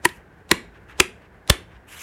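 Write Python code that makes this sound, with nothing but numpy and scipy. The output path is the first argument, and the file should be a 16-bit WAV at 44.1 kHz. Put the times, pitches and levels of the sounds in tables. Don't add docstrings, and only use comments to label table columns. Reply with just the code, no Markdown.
import sys
import numpy as np
from scipy import signal
from scipy.fft import rfft, irfft, next_fast_len
from scipy.io import wavfile
from scipy.ndimage import uniform_filter1d, map_coordinates

SR = 44100
rng = np.random.default_rng(int(sys.argv[2]) if len(sys.argv) > 2 else 0)


def unload_audio(sound):
    columns = np.transpose(np.atleast_2d(sound))
    steps = np.round(np.clip(columns, -1, 1) * 32767)
    wavfile.write(sys.argv[1], SR, steps.astype(np.int16))


N = 89082

# t/s, crack level/dB, crack length/s, knock level/dB, knock f/Hz, thud level/dB, thud f/Hz,
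# air push level/dB, settled air push f/Hz, sand level/dB, room trim/dB, extra gain of the thud into the room/dB
BLOWS = [(0.0519, -10.5, 0.0037, -9.5, 353, -17, 174, -30, 60.9, -34, -6.5, 11),
         (0.5133, -6.5, 0.0033, -8, 339.3, -7, 224.4, -18.5, 84, -31, -1.5, 3),
         (0.999, -4.5, 0.0051, -8, 367.3, -10, 236.7, -16.5, 55.5, -26.5, -4.5, 2),
         (1.4975, -6, 0.00541, -13, 351, -9.5, 228.5, -3.5, 53.5, -26.5, -3, -16.5)]


def amp(db):
    return 10 ** (np.asarray(db) / 20)


def unit(x):
    return x / np.sqrt(np.mean(x ** 2) + 1e-20)


def along(points, hz):
    f, v = np.transpose(points)
    return np.interp(np.log(hz + 1), np.log(f + 1), v)


def coloured(x, points):
    m = 2 * next_fast_len(len(x))
    gain = unit(amp(along(points, np.fft.rfftfreq(m, 1 / SR))))
    cepstrum = irfft(np.log(gain), m)
    cepstrum[1:m // 2] *= 2
    cepstrum[m // 2 + 1:] = 0
    response = np.exp(rfft(cepstrum))
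    return irfft(rfft(x, m) * response, m)[:len(x)]


def noise(points, size):
    return unit(coloured(rng.standard_normal(size), points))


def fade(t, t60):
    return np.exp(-np.log(1000) * np.maximum(t, 0) / t60)


def ring(t, hz, t60, rise):
    t = np.maximum(t, 0)
    attack = 1 - np.exp(-t / rise)
    return np.sin(2 * np.pi * hz * t) * fade(t, t60) * attack


def add(track, s, x):
    i = max(round(s * SR), 0)
    track[i:i + len(x)] += x[:max(len(track) - i, 0)]


def wobble(rate):
    return map_coordinates(rng.standard_normal(N), [np.arange(N) * rate / SR])


def patchy(x, depth_db):
    z = signal.stft(x, nperseg=512)[2]
    field = rng.standard_normal(z.shape)
    field = uniform_filter1d(field, size=7, axis=0)
    field = uniform_filter1d(field, size=5, axis=1)
    return signal.istft(z * amp(depth_db * unit(field)), nperseg=512)[1][:len(x)]


def outdoors():
    level_db, waver_db = -49, 0.94
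    # f/Hz, relative level/dB
    ambient = [(15, -59.5), (25, -24), (37, -7), (53, 2.5), (102, -3), (145, -9.5), (175, -3.5),
               (236, -14.5), (309, -10.5), (335, -13), (373, -9.5), (575, -15.5), (695, -14.5), (1330, -21),
               (1560, -14), (2160, -24), (2910, -32), (4490, -41.5), (16000, -50.5)]
    return amp(level_db + waver_db * wobble(rate=36)) * noise(ambient, N)


def rubs(strokes, spectrum):
    fade_s, grain_db, grain_per_s, patch_db = 0.014, 1, 300, 2
    t = np.arange(N) / SR
    level = np.zeros(N)
    for s, length, db in strokes:
        inside = np.minimum(t - s, s + length - t)
        level += amp(db) * np.clip(.5 + inside / (2 * fade_s), 0, 1) ** 2
    cloth = patchy(noise(spectrum, N), patch_db)
    grain = amp(grain_db * wobble(grain_per_s))
    return level * unit(cloth * grain)


def sleeve_rubs():
    # start t/s, length/s, level/dB
    strokes = [(.1, 0.042, -52), (.735, 0.053, -54.5), (.885, 0.056, -48), (.94, .04, -56.5),
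               (1.205, 0.07, -58), (1.7, 0.082, -55)]
    # f/Hz, relative level/dB
    spectrum = [(200, -21), (900, 1), (1700, 5.5), (2800, 0.5), (4500, -15), (7000, -21), (12000, -32.5),
                (15500, -38.5)]
    return rubs(strokes, spectrum)


def palm_scrapes():
    # start t/s, length/s, level/dB
    strokes = [(.025, .16, -57), (.882, 0.045, -60.5), (1.875, .16, -49), (1.908, 0.051, -49),
               (1.955, .075, -50)]
    # f/Hz, relative level/dB
    spectrum = [(200, -18.5), (900, -9.5), (1500, -2), (2700, 0), (4500, -15.5), (6500, -9.5),
                (9000, -12.5), (12500, -11), (15500, -28)]
    return rubs(strokes, spectrum)


def fingertip_drags():
    # start t/s, length/s, level/dB
    strokes = [(1.988, 0.044, -41)]
    # f/Hz, relative level/dB
    spectrum = [(600, -25), (1800, -8), (2700, 5), (3300, -1), (4500, -17), (6400, -1.5), (8500, -12),
                (12500, -10), (15500, -24)]
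    return rubs(strokes, spectrum)


def touches():
    # t/s, starting level/dB, t60/s
    ticks = [(.048, -15, 0.0035), (0.0889, -35.5, .04), (0.4928, -35.5, .008), (.978, -48, .02),
             (1.221, -59, .02), (1.4767, -30.5, 0.01)]
    # f/Hz, relative level/dB
    spectrum = [(300, -15.5), (1200, -2), (3500, 5.5), (6000, -7.5), (10500, -5), (15500, -19.5)]
    out, t = np.zeros(N), np.arange(SR // 8) / SR
    for s, db, t60 in ticks:
        add(out, s, amp(db) * noise(spectrum, len(t)) * fade(t, t60))
    return out


def swishes():
    level_db, rise_db_per_s = -29.5, 1101
    # f/Hz, relative level/dB
    spectrum = [(100, -5), (700, 4), (2500, -8), (8000, -12), (15500, -34.5)]
    t = np.arange(N) / SR
    swell = sum(amp(-rise_db_per_s * np.abs(t - s)) * (t < s) for s, *_ in BLOWS)
    return amp(level_db) * swell * noise(spectrum, N)


def shed(x):
    delay_s = 0.0066
    # f/Hz, t60/s
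    decay = [(100, 0.16), (260, .52), (1000, 0.27), (2500, 0.31), (6000, 0.3), (14000, 0.24)]
    # f/Hz, relative level/dB
    spectrum = [(60, -8.5), (140, -8), (230, -1.5), (330, -2), (600, -3), (1200, -1.5), (2200, 0.5),
                (3500, -5.5), (5000, -10), (10000, -8.5), (12000, -11.5), (15000, -24)]
    hz, t, z = signal.stft(rng.standard_normal(SR // 2), SR, nperseg=256)
    z = z * fade(t, along(decay, hz)[:, None])
    tail = signal.istft(z, SR, nperseg=256)[1]
    tail = coloured(np.pad(tail, (round(delay_s * SR), 0)), spectrum)
    return signal.fftconvolve(x, tail / np.linalg.norm(tail))[:len(x)]


def air_push(t, hz):
    start_ratio, sag_s, t60_s = 2.8, 0.0036, 0.066
    t = np.maximum(t, 0)
    cycles = hz * (t + (start_ratio - 1) * sag_s * (1 - np.exp(-t / sag_s)))
    return np.sin(2 * np.pi * cycles) * fade(t, t60_s)


def crack(t, length):
    rise_db, t60_s = 3.5, 0.012
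    contact_db, contact_t60_s = 0.5, 0.0004
    fizz_db, fizz_t60_s = -9.5, 0.023
    # f/Hz, lag/s
    lag = [(400, 0.0036), (900, 0.001), (2000, 0.00051), (5000, 0)]
    # f/Hz, evenness (0-1)
    even = [(2500, 1), (4000, 0)]

    hz = np.fft.rfftfreq(len(t), 1 / SR)
    gate = fade(t - length, t60_s)
    shape = amp(rise_db * (np.minimum(t / length, 1) - 1)) * gate
    burst = shape * rng.standard_normal(len(t))
    for _ in range(3):
        z = rfft(burst)
        size = np.abs(z / np.abs(z).mean())
        burst = gate * irfft(z / size ** along(even, hz), len(t))
    phase = -2 * np.pi * hz[1] * np.cumsum(along(lag, hz))
    burst = irfft(rfft(burst) * np.exp(1j * phase), len(t))
    contact = amp(contact_db) * fade(t, contact_t60_s)
    fizz = amp(fizz_db) * fade(t - length, fizz_t60_s)
    escaping = unit(burst) * np.sqrt(np.mean(shape ** 2))
    return escaping + (contact + fizz) * rng.standard_normal(len(t))


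def palm_pocket(air, modes):
    out = np.zeros(len(air))
    for hz, width, db in modes:
        b, a = signal.iirpeak(hz, hz / width, fs=SR)
        out += amp(db) * signal.lfilter(b, a, air)
    return out


def slaps():
    bag_lag_s, bag_rise_s = 0.0027, 0.00079
    knock_t60_s, thud_t60_s, sand_t60_s = 0.054, .025, 0.2
    shed_db, shed_knock_db, shed_pocket_db = -19, -3.5, -5.5
    # f/Hz, relative level/dB
    crack_colours = [
        [(200, -20), (450, -18), (700, -17), (1000, -3), (1350, -4.5), (1900, -2.5), (2900, -3.5), (4500, -13),
         (7000, -15), (10500, -9), (13000, -21.5), (16000, -28)],
        [(200, -11), (450, -5), (700, -6), (1000, -2), (1350, -4.5), (1900, -3.5), (2900, -5), (4500, -8),
         (7000, -12), (10500, -14.5), (13000, -20), (16000, -26.5)],
        [(200, -12), (480, 1), (700, -13.5), (1000, -1.5), (1350, -2), (1900, -1), (2500, 1.5), (4500, -7.5),
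         (7000, -10), (10500, -11.5), (13000, -25.5), (16000, -38.5)],
        [(200, -8), (450, -4), (700, -6), (1000, -1), (1350, -1.5), (1900, -1.5), (3600, 2), (4800, -7),
         (7000, -7), (10500, -9.5), (13000, -12), (16000, -28.5)],
    ]
    # f/Hz, width/Hz, level over the crack/dB
    pocket_modes = [
        [(960, 84, 10.5), (1870, 160, 10.5)],
        [(1020, 290, -4.5), (1856, 130, 4.5)],
        [(1343, 130, 6.5), (2430, 240, 1)],
        [(589, 84, 9), (1772, 112, 0.5)],
    ]
    # f/Hz, relative level/dB
    sand_spectrum = [(300, -2.5), (1100, -4.5), (2300, -2), (5000, -14), (10000, -12), (12000, -18),
                     (14000, -32), (16000, -42)]

    out, t = np.zeros(N), np.arange(SR // 2) / SR
    late = t - bag_lag_s
    for blow, colour, modes in zip(BLOWS, crack_colours, pocket_modes):
        (s, crack_db, length, knock_db, knock_hz, thud_db, thud_hz,
         push_db, push_hz, sand_db, room_db, boom_db) = blow
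        air = amp(crack_db) * coloured(crack(t, length), colour)
        pocket = palm_pocket(air, modes)
        knock = amp(knock_db) * ring(late, knock_hz, knock_t60_s, bag_rise_s)
        thud = amp(thud_db) * ring(late, thud_hz, thud_t60_s, bag_rise_s)
        push = amp(push_db) * air_push(late, push_hz)
        sand = amp(sand_db) * noise(sand_spectrum, len(t)) * fade(t, sand_t60_s)
        send = air + amp(shed_pocket_db) * pocket + amp(shed_knock_db) * knock + amp(boom_db) * thud
        room = amp(shed_db + room_db) * shed(send)
        add(out, s, air + pocket - thud - knock + sand + push + room)
    return out


def scene():
    cloth = sleeve_rubs() + palm_scrapes() + fingertip_drags() + touches()
    return (outdoors() + cloth + swishes() + slaps())[None]


def record(dry):
    low_cut_hz, top_hz = 39, 16300
    ceiling, knee = .88, 12
    low_cut = signal.butter(2, low_cut_hz, "highpass", fs=SR, output="sos")
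    passed = signal.sosfilt(low_cut, dry)
    squashed = passed / (1 + np.abs(passed / ceiling) ** knee) ** (1 / knee)
    treble_limit = signal.ellip(10, .1, 80, top_hz, fs=SR, output="sos")
    return signal.sosfilt(treble_limit, squashed)


dry = scene()
out = record(dry)
unload_audio(out)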